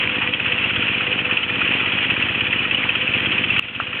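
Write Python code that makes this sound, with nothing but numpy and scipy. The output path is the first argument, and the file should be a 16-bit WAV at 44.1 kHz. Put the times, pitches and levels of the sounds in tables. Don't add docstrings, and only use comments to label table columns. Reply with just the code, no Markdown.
import sys
import numpy as np
from scipy import signal
from scipy.fft import rfft, irfft, next_fast_len
from scipy.io import wavfile
from scipy.ndimage import map_coordinates

SR = 44100
rng = np.random.default_rng(int(sys.argv[2]) if len(sys.argv) > 2 else 0)


def pcm_store(signal):
    levels = np.round(np.clip(np.atleast_2d(signal), -1, 1) * 32767)
    wavfile.write(sys.argv[1], SR, levels.astype(np.int16).T)


N = 176400
CYCLE_HZ = 16.42

# f/Hz, relative level/dB
SPLASH_EQ = [(240, -39), (400, -15.5), (461, -16.5), (500, -10), (571, -16.5), (841, -16.5), (1020, -15),
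             (1750, -11), (1920, -7.5), (2120, -10), (2470, -0.5), (2630, -1), (3060, -4.5), (3390, -12.5),
             (3640, -27), (4110, -33.5), (4550, -41), (5920, -86), (10000, -120)]
# t/s, level/dB
FLOW_LEVEL = [(0, -19), (.12, -25), (.6, -22.5), (1.4, -24), (1.7, -21.5), (2.5, -23.5), (3.2, -23),
              (4, -23)]
# t/s, centre f/Hz, level/dB, length/s
SLAPS = [(0.204, 1084, -29.5, 0.039), (1.285, 1502, -27, 0.026), (1.649, 1820, -27.5, 0.027),
         (1.814, 1212, -32.5, 0.038), (2.191, 1580, -27.5, 0.028), (2.849, 1092, -28, 0.012),
         (3.799, 1335, -28.5, 0.017)]
# t/s, lag behind an even beat/s
BEAT_LAG = [(0, .0006), (.8, .0006), (1.3, .0015), (2.1, .0023), (2.75, .0003), (3.2, -.0002), (4, .0008)]
# t/s, relative level/dB, t60/s
CONTACTS = [(0.0297, -0.5, .012), (0.0321, -2, .012), (.0355, -6, .04)]
# f/Hz, width/Hz, relative level/dB
CASING_MODES = [(1396, 180, -13.5), (1960, 120, -9.5), (2500, 300, -3), (2624, 170, 4), (3086, 140, -6.5),
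                (3320, 55, -8)]
# t/s, level/dB
CLATTER_LEVEL = [(0, -24), (.2, -27), (.33, -24.5), (.76, -25), (1, -26.5), (1.25, -26), (1.38, -23.5),
                 (1.6, -25), (1.85, -26.5), (2.1, -25), (2.45, -23.5), (2.6, -25.5), (2.9, -25),
                 (3.25, -25), (3.45, -24), (4, -25)]
# t/s, f/Hz, level/dB, t60/s
PUFFS = [(.0012, 230, -12, .016), (0.0177, 286, -22.5, 0.02), (0.0215, 132.4, -13.5, .01),
         (0.0442, 242, -9.5, 0.012), (.0504, 80.6, -11.5, 0.016), (0.0468, 320, -27.5, 0.036)]
# t/s, gain/dB
PUFF_GAIN = [(0, -2.5), (.7, 0), (1.05, -1), (1.15, -0.5), (1.4, -3.5), (1.55, -0.5), (2.35, 0.5),
             (2.7, -2), (3.05, -2), (3.3, 2), (3.5, 0.5), (4, 0.5)]
# f/Hz, relative level/dB
RUMBLE_EQ = [(25, -24), (50, -13), (75, -6), (120, -3.5), (165, -7.5), (280, 1.5), (400, -7), (600, -16.5),
             (900, -39)]
# t/s, level/dB
RUMBLE_LEVEL = [(0, -37), (.07, -31), (.12, -40), (1.4, -40), (1.55, -34.5), (1.75, -39), (3, -39.5),
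                (3.3, -37), (4, -41)]
# t/s, level/dB, f/Hz
KNOCKS = [(0.3345, -8.5, 2470), (0.6991, -9.5, 2696), (0.7606, -10, 2864), (0.8815, -9.5, 2580),
          (0.9448, -14, 2746), (1.068, -9.5, 2810), (1.1284, -7.5, 2813), (1.3698, -8, 2653),
          (1.4316, -6.5, 2990), (2.1015, -9.5, 2560), (2.2232, -9.5, 2500), (2.4088, -6.5, 2980),
          (2.5272, -6.5, 2670), (2.7105, -6, 2610), (2.8914, -6.5, 2630), (3.0112, -9.5, 2635),
          (3.0732, -12, 2460), (3.3822, -11.5, 2956), (3.4395, -6.5, 2516), (3.5019, -8, 2710),
          (3.562, -9, 2753)]
# t/s, f/Hz, level/dB, t60/s
TICKS = [(0.0745, 2396, 3.5, 0.006), (2.7464, 2940, -4, 0.034), (3.5815, 2820, -8, 0.015),
         (3.591, 2980, -5.5, 0.017), (3.5941, 2736, 16.5, 0.0043), (3.594, 1300, 4, 0.0077),
         (3.801, 1320, 13, 0.006), (3.801, 800, 5, 0.005), (3.8055, 1500, 0, 0.007)]
# f/Hz, level/dB
WHINE_PARTIALS = [(499, -43), (999, -52)]
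# t/s, gain/dB
WHINE_GAIN = [(0, 3), (.6, 1), (1.5, -1.5), (3, -1), (4, -2)]
# f/Hz, relative level/dB
HISS_EQ = [(100, -21.5), (1800, -25.5), (2700, -7.5), (3400, -8), (4000, -22.5), (4600, -39)]


def splash(drops_per_s=2500, drop_spread_db=2.5):
    spray = coloured(rng.standard_normal(N), SPLASH_EQ)
    surge_db = 1.35 * wobble(60)
    when, size, sign = rng.random((int(drops_per_s * N / SR), 3)).T
    drop_db = drop_spread_db * np.minimum(-np.log(1 - size), 4)
    impacts = np.bincount((when * N).astype(int), amp(drop_db) * np.sign(sign - .5), N)
    drops = coloured(impacts, SPLASH_EQ)
    return amp(curve(FLOW_LEVEL) + surge_db - 2) * (spray + drops)


def slaps(width_oct=.45):
    out = np.zeros(N)
    for s, hz, db, length in SLAPS:
        noise = rng.standard_normal(N)
        wash = filtered(noise, lambda f: np.exp(-.5 * (np.log2((f + 1) / hz) / width_oct) ** 2))
        age = np.maximum(np.arange(N) / SR - s, 0) / (length / 2)
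        out += amp(db) * unit(wash) * age * np.exp(1 - age)
    return out


def bubbles(per_s=190, centre_hz=1702, ring_cycles=50, glide=.2):
    out, t = np.zeros(N), np.arange(SR // 25) / SR
    for _ in range(int(per_s * N / SR)):
        hz = min(centre_hz * np.exp(.25 * rng.normal()), 3000)
        t60 = ring_cycles / hz
        chirp = np.sin(2 * np.pi * hz * t * (1 + glide * np.minimum(t / t60, 1) / 2))
        envelope = fade(t, t60) * (1 - np.exp(-t * hz))
        strength = amp(3 * min(rng.exponential(), 2))
        add(out, rng.random() * N / SR, strength * chirp * envelope)
    return amp(-39.5) * unit(out)


def cycle_starts():
    even = np.arange(-1, N / SR * CYCLE_HZ) / CYCLE_HZ
    return even + np.interp(even, *np.transpose(BEAT_LAG))


def clatter(taps_per_s=2800, jitter_s=.00025, scatter_db=.8):
    out, size = np.zeros(N), SR // 16
    t, f = np.arange(size) / SR, np.fft.rfftfreq(2 * size, 1 / SR)
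    first = CONTACTS[0][0]
    for start in cycle_starts():
        force = np.zeros(size)
        for s, db, t60 in CONTACTS:
            age = t - (s - first) - jitter_s * rng.normal()
            force += amp(db) * (age > 0) * fade(np.abs(age), t60)
        taps = rng.choice([-1, 1], size) * (rng.random(size) < taps_per_s / SR)
        stroke = irfft(rfft(force * taps, 2 * size) * casing(f))[:size]
        add(out, start + first, amp(scatter_db * rng.normal()) * unit(stroke))
    return amp(curve(CLATTER_LEVEL)) * unit(softened(out))


def casing(f, pitch_scatter=.028, scatter_db=3.5):
    detune = np.exp(pitch_scatter * rng.normal())
    response = 0
    for k, (hz, width, db) in enumerate(CASING_MODES):
        mode = 1j * f * width / ((hz * detune) ** 2 - f * f + 1j * f * width)
        response += (-1) ** k * amp(db + scatter_db * rng.normal()) * mode
    return response


def thumps(scatter_db=2.63, low_cut_hz=77):
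    puffs = np.zeros(N)
    for start in cycle_starts():
        for s, hz, db, t60 in PUFFS:
            weight = amp(db + scatter_db * rng.normal())
            pitch = hz * np.exp(.02 * rng.normal())
            add(puffs, start + s, -weight * ring(pitch, t60, rise_s=.0011))
    puffs = filtered(puffs, lambda f: f ** 3 / np.sqrt(f ** 6 + low_cut_hz ** 6))
    rumble = coloured(rng.standard_normal(N), RUMBLE_EQ)
    return amp(curve(PUFF_GAIN)) * puffs + amp(curve(RUMBLE_LEVEL)) * rumble


def knocks(t60=.013, rise_s=.0003, rebound_s=.003):
    out = np.zeros(N)
    for s, db, hz in KNOCKS:
        add(out, s, amp(db + 1.5) * ring(hz, t60, rise_s))
        rebound_hz = hz * np.exp(.028 * rng.normal())
        add(out, s + rebound_s, amp(db - 2) * ring(rebound_hz, t60, rise_s))
    return softened(out)


def ticks():
    out = np.zeros(N)
    for s, hz, db, t60 in TICKS:
        add(out, s, amp(db) * ring(hz, t60, rise_s=1 / hz))
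    return softened(out)


def whine(pitch_drift=.008, waver_db=4.5):
    out = np.zeros(N)
    warped_time = np.cumsum(1 + pitch_drift * wobble(16)) / SR
    for hz, db in WHINE_PARTIALS:
        waver = amp(waver_db * wobble(20))
        out += amp(db) * unit(waver * np.sin(2 * np.pi * hz * warped_time))
    return amp(curve(WHINE_GAIN)) * out


def amp(db):
    return 10 ** (np.asarray(db) / 20)


def unit(x):
    return x / np.sqrt(np.mean(x ** 2) + 1e-20)


def curve(rows):
    return np.interp(np.arange(N) / SR, *np.transpose(rows))


def wobble(rate):
    knots = rng.standard_normal(int(N * rate / SR) + 4)
    return map_coordinates(knots, [np.arange(N) * rate / SR])


def filtered(x, response):
    size = next_fast_len(N + SR // 2)
    return irfft(rfft(x, size) * response(np.fft.rfftfreq(size, 1 / SR)), size)[:N]


def coloured(x, eq):
    hz, db = np.transpose(eq)
    return unit(filtered(x, lambda f: amp(np.interp(np.log(f + 1), np.log(hz + 1), db))))


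def softened(x, high_cut_hz=3400):
    return filtered(x, lambda f: 1 / np.sqrt(1 + (f / high_cut_hz) ** 26))


def add(track, s, sound):
    onset = int(round(s * SR))
    start, end = max(onset, 0), min(onset + len(sound), N)
    if end > start:
        track[start:end] += sound[start - onset:end - onset]


def fade(t, t60):
    return np.exp(-np.log(1000) * t / t60)


def ring(hz, t60, rise_s):
    t = np.arange(SR // 10) / SR
    return np.sin(2 * np.pi * hz * t) * fade(t, t60) * (1 - np.exp(-t / rise_s))


def scene():
    engine = thumps() + clatter() + knocks() + whine()
    return (engine + ticks() + splash() + slaps() + bubbles())[None]


def record(dry, threshold_db=-5, attack_s=.0012, release_db_per_s=17):
    x = dry[0]
    over_db = np.maximum(20 * np.log10(np.abs(x) + 1e-9) - threshold_db, 0)
    release_db = release_db_per_s * np.arange(N) / SR
    duck_db = np.maximum.accumulate(over_db + release_db) - release_db
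    pole = np.exp(-1 / (attack_s * SR))
    ducked = x * amp(-signal.lfilter([1 - pole], [1, -pole], duck_db))
    saturated = .64 * np.tanh(ducked / .66)
    hiss = amp(-45.5) * coloured(rng.standard_normal(N), HISS_EQ)
    narrow = filtered(saturated + hiss, lambda f: (f < 4705) / np.sqrt(1 + (f / 4100) ** 40))
    clipped = np.clip(narrow, -.68, .68)
    return filtered(clipped, lambda f: f < 16000)[None]


dry = scene()
out = record(dry)
pcm_store(out)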